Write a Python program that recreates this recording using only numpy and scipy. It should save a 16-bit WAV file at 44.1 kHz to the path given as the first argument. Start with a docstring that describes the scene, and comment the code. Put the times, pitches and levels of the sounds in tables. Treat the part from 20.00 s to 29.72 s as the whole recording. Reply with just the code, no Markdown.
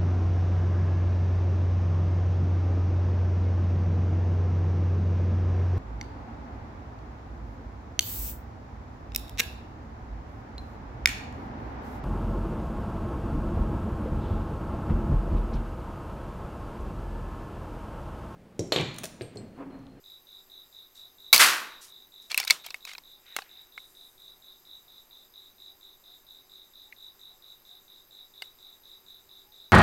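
"""An air rifle fires once at night: the hammer strikes the valve, air bursts from the muzzle and a
farm building throws the report back. The action is cycled in a run of sharp metal clicks and scrapes,
and hands rub on the rifle, all right at the microphone in its sight. Behind it a cricket chirps
steadily in the building, each wing stroke a falling tone, over a bed of soft air, far insects,
faint whistles, a low motor hum and the thin whine of the sight's electronics."""
import sys
import numpy as np
from scipy import signal
from scipy.fft import rfft, irfft
from scipy.io import wavfile
from scipy.ndimage import uniform_filter1d, minimum_filter1d

SR = 44100
rng = np.random.default_rng(int(sys.argv[2]) if len(sys.argv) > 2 else 0)


def generate_wav(sig):
    """Save sig (samples, or channels by samples) to the path in sys.argv[1] as 16-bit PCM at SR."""
    pcm = np.round(np.clip(np.atleast_2d(sig).T, -1, 1) * 32767).astype(np.int16)
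    wavfile.write(sys.argv[1], SR, pcm)


N = 428652
T = np.arange(N) / SR

# Night air and microphone hiss. Each row: frequency in Hz, relative level in dB.
AIR_EQ = [(20, 12.5), (45, 1), (100, -1.5), (250, -3), (500, -2), (1000, -1), (1700, -6), (2900, -9.5),
          (5600, -11.5), (10500, -13), (15500, -12)]
# The far motor's tones. Each row: pitch in Hz, level in dB.
MOTOR_TONES = [(85, -85), (212, -91), (255, -87.5), (382, -79.5)]
# A low murmur of air, then far insects. Each row: centre in Hz, width in Hz, level in dB,
# throbs a second, throb depth from 0 to 1.
DRONE_BANDS = [(363.8, 110, -77.5, 0.92, .05), (2170, 900, -84, 9.6, .3), (4934, 490, -74, 3.1, .25),
               (6254, 490, -77.5, 7, .3), (7400, 1100, -76, 5.5, .6)]
# The sight's whine. Each row: centre in Hz, width in Hz, level in dB, pulsing share from 0 to 1.
WHINE_BANDS = [(12770, 450, -66, .2), (14150, 1200, -70.5, .55)]
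# The building's reverb, scaled for each space. Each row: frequency in Hz, time to fall 60 dB in seconds.
BUILDING_DECAY = [(100, 0.93), (350, 0.77), (700, 0.68), (1500, .58), (3000, .54), (6000, .47),
                  (10000, .39), (15000, 0.51)]
# The cricket's runs of chirps. Each entry: start in seconds.
RUN_STARTS = [.042, 1.884, 2.122, 4.425, 5.583, 6.738, 8.589, 8.837]
# Resonances of the cricket's corner and of the rifle's metal action, small parts and stock.
# Each row: frequency in Hz, width in Hz, relative level in dB.
CORNER_MODES = [(3570, 40, -11.5), (3500, 12, -7.5), (3682, 45, -5), (3896, 30, 3), (4000, 54, -10.5)]
ACTION_MODES = [(2276, 130, -2), (2600, 200, -4.5), (3505, 88, -7), (4330, 340, -2), (4910, 150, -4),
                (5824, 550, -13)]
SMALL_PART_MODES = [(7050, 130, -8), (8490, 190, 1.5), (9540, 440, 2), (11800, 3300, -3),
                    (14200, 3800, -10.5)]
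STOCK_MODES = [(110, 150, -17.5), (450, 58, -12), (777, 110, 0), (1030, 180, 2), (1366, 410, 2)]
# Hands on the rifle. Each row: start in seconds, length in seconds, level in dB, centre in Hz, width in Hz.
HAND_RUBS = [(0.944, .11, -59, 5340, 7000), (1.807, 0.12, -49, 6230, 8880), (2.21, 0.14, -63, 6000, 8000),
             (3.216, 0.55, -60, 2030, 1805), (3.764, .8, -67, 9260, 5000)]
# Parts of the action sliding. Each row: start in seconds, length in seconds, scrape level in dB.
ACTION_SLIDES = [(2.298, 0.051, -41), (2.377, 0.07, -36), (2.469, 0.05, -38), (2.637, 0.0736, -47),
                 (2.865, 0.104, -46)]
# Hits in the rifle: hammer and valve, cocking and loading, handling. Each row: start in seconds,
# peak in dB ahead of the limiter, then stock thud and bright tick, both in dB against the metal's ring.
RIFLE_HITS = [(1.3284, 5, -12.5, -6), (1.333, 1.5, -13, -9), (2.3154, -20.5, -13.5, -10.5),
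              (2.344, -15.5, -15.5, -12), (2.376, -10.5, -18, -0.5), (2.400, -17, -9, -6),
              (2.449, -27.5, -5.5, 1), (2.477, -18.5, -15, -11), (2.5, -11.5, -19, -16.5),
              (2.5063, -2, -16, -10.5), (2.663, -30, -7, -1), (2.705, -28, -8.5, -11),
              (2.743, -23, -14, -16), (2.851, -29, -12.5, -8.5), (2.981, -31.5, -6, -12),
              (3.3645, -17, -3, -4.5), (3.3875, -21.5, 14, -30), (3.42, -36, -1, -16),
              (3.777, -28.5, -6, -29), (6.924, -36.5, -22, -35), (8.421, -26.5, -9, -14)]
# The air tube's ring. Each row: pitch in Hz, time to fall 60 dB in seconds, level in dB against the hit.
TUBE_MODES = [(1040, 0.3, -44), (2500, .12, -44.5), (3600, .15, -46.5)]
# The tone of a hit scattered by things close by, of the muzzle blast and of its echo off the building.
# Each row: frequency in Hz, relative level in dB.
SCATTER_EQ = [(60, -26), (300, -13.5), (1000, -4), (2000, -3.5), (3000, -0.5), (5000, -2), (8500, -4),
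              (15000, -15)]
BLAST_EQ = [(60, -21.5), (300, -17.5), (600, -9), (1050, 0), (1700, -5.5), (2600, -1.5), (5000, 1.5),
            (8000, -3.5), (15000, -7.5)]
ECHO_EQ = [(60, -41.5), (170, -30), (350, -17), (520, -17), (800, -12), (1100, -2.5), (1600, 0.5),
           (2200, -2.5), (3200, -5.5), (4500, -6), (6500, -8.5), (12600, -11.5), (15500, -24)]


def undb(db):
    """Decibels to gain."""
    return 10 ** (np.asarray(db) / 20)


def level(x, db=0):
    """Set the rms level."""
    return x * undb(db) / np.sqrt(np.mean(x ** 2))


def unit(x):
    """Scale to an energy of one."""
    return x / np.sqrt(np.sum(x ** 2))


def fade(t, t60):
    """Exponential decay, 60 dB down at t60."""
    return np.exp(-np.log(1000) * t / t60)


def add(out, s, x):
    """Mix x into out from s seconds on."""
    i = max(int(s * SR), 0)
    out[i:i + len(x)] += x[:max(len(out) - i, 0)]


def read(points, hz):
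    """Read a curve on a log-frequency axis."""
    f, value = np.transpose(points)
    return np.interp(np.log(np.maximum(hz, 1)), np.log(f), value)


def equalise(x, points):
    """Shape x with an EQ curve of (Hz, dB) points."""
    return irfft(rfft(x) * undb(read(points, np.fft.rfftfreq(len(x), 1 / SR))), len(x))


def resonate(x, hz, width):
    """One resonance, gain 1 at its centre."""
    return signal.lfilter(*signal.iirpeak(min(hz, .45 * SR), hz / width, fs=SR), x)


def body(x, modes):
    """Play x through a bank of resonances."""
    return sum(undb(db) * resonate(x, hz, width) for hz, width, db in modes)


def band(hz, width, size=N):
    """Noise in a steep band, rms 1."""
    return level(resonate(resonate(rng.standard_normal(size), hz, width), hz, width))


def wander(rate_hz):
    """A smooth random modulator, rms 1."""
    hold = int(SR / rate_hz)
    steps = np.repeat(rng.standard_normal(N // hold + 1), hold)
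    return level(uniform_filter1d(uniform_filter1d(steps, hold), hold)[:N])


def reverb(decay_scale, grain_db):
    """One second of dense, uneven echoes; the treble dies before the bass."""
    grain = undb(grain_db * np.repeat(rng.standard_normal(SR // 20 + 1), 20)[:SR])
    spectrum = rfft(level(rng.standard_normal(SR) * grain))
    centres = np.geomspace(60, 16000, 17)
    band_index = np.interp(np.log(np.arange(len(spectrum)) + 1), np.log(centres), np.arange(len(centres)))
    out = 0
    for k, hz in enumerate(centres):
        crossfade = np.maximum(1 - abs(band_index - k), 0)
        out += irfft(spectrum * crossfade, SR) * fade(T[:SR], decay_scale * read(BUILDING_DECAY, hz))
    return out


def night_air(db=-64.5, rumble_db=-80):
    """A soft, even hiss in the centre, with a deep rumble for stereo width."""
    mid = level(equalise(rng.standard_normal(N), AIR_EQ), db) * undb(0.34 * wander(4.5))
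    rumble_eq = [(10, -14.5), (25, -11), (100, -10.5), (400, -21), (2000, -26), (15000, -36.5)]
    side = level(equalise(rng.standard_normal(N), rumble_eq), rumble_db)
    return mid + side * np.array([[1], [-1]])


def motor_hum():
    """A far motor: low tones, slightly unsteady in pitch and level."""
    out = 0
    for hz, db in MOTOR_TONES:
        phase = 2 * np.pi * np.cumsum(hz + 0.9 * wander(6)) / SR
        out += level(np.sin(phase) * undb(2 * wander(6)), db)
    return out


def murmur_and_insects():
    """Moving air and far insect choruses: bands of noise that throb loosely."""
    out = 0
    for hz, width, db, rate, depth in DRONE_BANDS:
        throb = np.sin(2 * np.pi * np.cumsum(rate * (1 + 0.22 * wander(1.1))) / SR)
        out += level(band(hz, width) * (1 + depth * throb), db)
    return out


def far_whistles(db=-73, hz=720, glide=0.12, length_s=.13, gap_s=.42):
    """Very faint rising whistles from far away."""
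    out, u = np.zeros(N), np.linspace(0, 1, int(length_s * SR))
    for k, (late, pitch, size) in enumerate(rng.standard_normal((int(N / SR / gap_s), 3))):
        phase = 2 * np.pi * np.cumsum(hz * (1 + .08 * pitch) * (1 + glide * u)) / SR
        envelope = undb(db + 3 * size) * np.sin(np.pi * u)
        add(out, (k + 0.34) * gap_s + .07 * late, envelope * np.sin(phase))
    return out


def sight_whine(cycle_hz=20, pulse_t60=0.028, second_pulse_s=.02, waver_hz=50):
    """A thin, wavering whine; the sight's electronics pulse it twice in each cycle."""
    pulses = sum(fade((T - s) % (1 / cycle_hz), pulse_t60) for s in (0, second_pulse_s))
    pulses = level(pulses * undb(2.5 * wander(60.03)))
    out = 0
    for hz, width, db, share in WHINE_BANDS:
        frequency_shift = np.exp(2j * np.pi * np.cumsum(waver_hz * wander(23)) / SR)
        wavering = np.real(signal.hilbert(band(hz, width)) * frequency_shift)
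        out += level(wavering * (1 - share + share * pulses), db)
    return out


def chirps(period_s=.2288, strokes=7):
    """Start and stroke count of each chirp: strict time within a run, one extra stroke to close it."""
    rows = []
    for start, end in zip(RUN_STARTS, RUN_STARTS[1:] + [N / SR]):
        last = round((end - start) / period_s) - 1
        rows += [(start + k * period_s, strokes + (k == last)) for k in range(last + 1)]
    return rows


def wing_strokes(rate_hz=50, stroke_s=0.0062, start_hz=4130, end_hz=3430, overtone_db=-32):
    """The dry cricket: each wing stroke is a short falling tone."""
    out, u = np.zeros(N), np.linspace(0, 1, int(stroke_s * SR))
    sweep_hz = start_hz + (end_hz - start_hz) * u
    for s, strokes in chirps():
        for k, place in enumerate(np.linspace(-1, 1, strokes)):
            late, pitch, size = rng.standard_normal(3)
            phase = 2 * np.pi * np.cumsum(sweep_hz * (1 + .004 * pitch)) / SR
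            tone = np.sin(phase) + undb(overtone_db) * np.sin(2 * phase)
            stroke_db = 1.16 * size - 5 * place ** 2 - 0.5 * place  # a chirp is softer at both ends
            envelope = undb(stroke_db) * np.sin(np.pi * u) ** 2
            add(out, s + k / rate_hz - stroke_s / 2 + .0005 * late, envelope * tone)
    return out


def cricket(db=-55.0, boards_db=0, hall_db=-7, corner_db=-2):
    """Nearby boards fill the gaps between wing strokes, the building rings on, the corner colours it."""
    direct = wing_strokes()
    boards = reverb(decay_scale=.25, grain_db=1) * (T[:SR] > .004)
    hall = reverb(decay_scale=1.0, grain_db=0.0)
    heard = level(direct)
    for space, send_db in (boards, boards_db), (hall, hall_db):
        heard += level(signal.oaconvolve(direct, space)[:N], send_db)
    return level(level(heard) + level(body(heard, CORNER_MODES), corner_db), db)


def rubs_and_scrapes(attack_share=0.11, grain_db=1.5, scrape_hz=2800, scrape_width_hz=5100):
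    """Hands rub on the rifle and its parts scrape: grainy noise that swells quickly and dies away."""
    out = np.zeros(N)
    scrapes = [(*slide, scrape_hz, scrape_width_hz) for slide in ACTION_SLIDES]
    for s, length, db, hz, width in HAND_RUBS + scrapes:
        u = np.linspace(0, 1, int(length * SR))
        envelope = np.interp(u, [0, attack_share, 1], [0, 1, 0])
        add(out, s, undb(db) * envelope * band(hz, width, size=SR)[:len(u)])
    return out * undb(grain_db * wander(150))


def slide_clicks(gap_s=.019, above_scrape_db=10, thud_db=-8, tick_db=-15):
    """A sliding part catches again and again in light, uneven clicks; rows as in RIFLE_HITS."""
    rows = []
    for s, length, db in ACTION_SLIDES:
        catches = np.arange(s + gap_s / 2, s + length, gap_s)
        for at, (late, size, bright) in zip(catches, rng.standard_normal((16, 3))):
            peak_db = db + above_scrape_db + 2 * size
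            rows.append((at + 0.18 * gap_s * late, peak_db, thud_db, tick_db + 4 * bright))
    return rows


def hammer_bounces(start_s=1.3445, gap_s=0.017, db=-6, loss_db=1.5, thud_db=-24, tick_db=-2.5):
    """The hammer bounces on the valve after the shot, weaker each time; rows as in RIFLE_HITS."""
    return [(start_s + k * gap_s, db - k * loss_db, thud_db, tick_db) for k in range(3)]


def struck(modes, spread_db=4.0, detune=0.06):
    """A fresh point of contact: the resonances shift a little and share the hit differently."""
    chance = rng.standard_normal((len(modes), 2))
    return [(hz * (1 + detune * pitch), width, db + spread_db * size)
            for (hz, width, db), (pitch, size) in zip(modes, chance)]


def metal_hit(thud_db, tick_db, chatter_t60=0.016, attack_s=0.00043):
    """Metal seats on metal and chatters briefly; action, small parts and stock ring. Peaks near 1."""
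    t = T[:SR // 20]
    chatter = rng.standard_normal(len(t)) * fade(t, chatter_t60) * np.minimum(t / attack_s, 1)
    # less tick means a softer contact, which also misses the action's upper modes
    top_hz = np.clip(7500 * undb(0.88 * (tick_db + 8.5)), 2800, 12000)
    contact_filter = signal.butter(2, [1850, top_hz], "band", fs=SR)
    ring = signal.lfilter(*contact_filter, body(chatter, struck(ACTION_MODES)))
    tick = signal.lfilter(*signal.butter(2, 5500, "high", fs=SR), body(chatter, struck(SMALL_PART_MODES)))
    thud = body(chatter, struck(STOCK_MODES))
    hit = unit(ring) + undb(tick_db) * unit(tick) + undb(thud_db) * unit(thud)
    return hit / np.sqrt(2 * np.max(uniform_filter1d(hit ** 2, size=32)))


def rifle_action(scatter_db=-3, bloom_s=0.0068):
    """Every hit in the rifle, with a tail of ringing air tube and echoes from things close by."""
    out, t = np.zeros(N), T[:SR]
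    tube = sum(undb(db) * np.sin(2 * np.pi * hz * t) * fade(t, t60) for hz, t60, db in TUBE_MODES)
    scatter = equalise(reverb(decay_scale=.45, grain_db=2), SCATTER_EQ)
    envelope = (1 - np.exp(-t / bloom_s)) * (t < .7)
    tail = tube + undb(scatter_db) * unit(scatter * envelope)
    for s, db, thud_db, tick_db in RIFLE_HITS + hammer_bounces() + slide_clicks():
        add(out, s, undb(db) * metal_hit(thud_db, tick_db))
        add(out, s, undb(db) * tail)
    return out


def rifle_report(shot_s=1.333, blast_db=-18, echo_s=1.384, echo_db=-10.5, swell_s=0.02944):
    """Air bursts from the muzzle; the building answers with a swelling, slowly dying echo."""
    out, t = np.zeros(N), T[:SR]
    head = SR // 20  # the first 50 ms set each level
    fade_out = np.minimum((1 - t) * 10, 1)
    blast = equalise(reverb(decay_scale=.42, grain_db=2), BLAST_EQ)
    add(out, shot_s, undb(blast_db) * blast / np.std(blast[:head]) * fade_out)
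    echo = equalise(reverb(decay_scale=0.92, grain_db=1.5), ECHO_EQ)
    swell = np.sin(np.pi / 2 * np.minimum(t / swell_s, 1)) ** 2
    add(out, echo_s, undb(echo_db) * echo / np.std(echo[:head]) * swell * fade_out)
    return out


def scene():
    """The rifle up front and centre, over the night bed."""
    bed = cricket() + murmur_and_insects() + motor_hum() + sight_whine() + far_whistles() + night_air()
    return bed + rifle_report() + rubs_and_scrapes() + rifle_action()


def record(dry):
    """A fast limiter holds down the hardest hits, what gets past it clips, and the top is cut."""
    threshold, window, top_hz = 1.2, 65, 15900
    gain = minimum_filter1d(threshold / np.maximum(abs(dry).max(axis=0), threshold), size=window)
    clipped = np.clip(dry * uniform_filter1d(gain, size=window), -1, 1)
    return signal.sosfilt(signal.ellip(10, .1, 90, top_hz, fs=SR, output="sos"), clipped)


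dry = scene()
out = record(dry)
generate_wav(out)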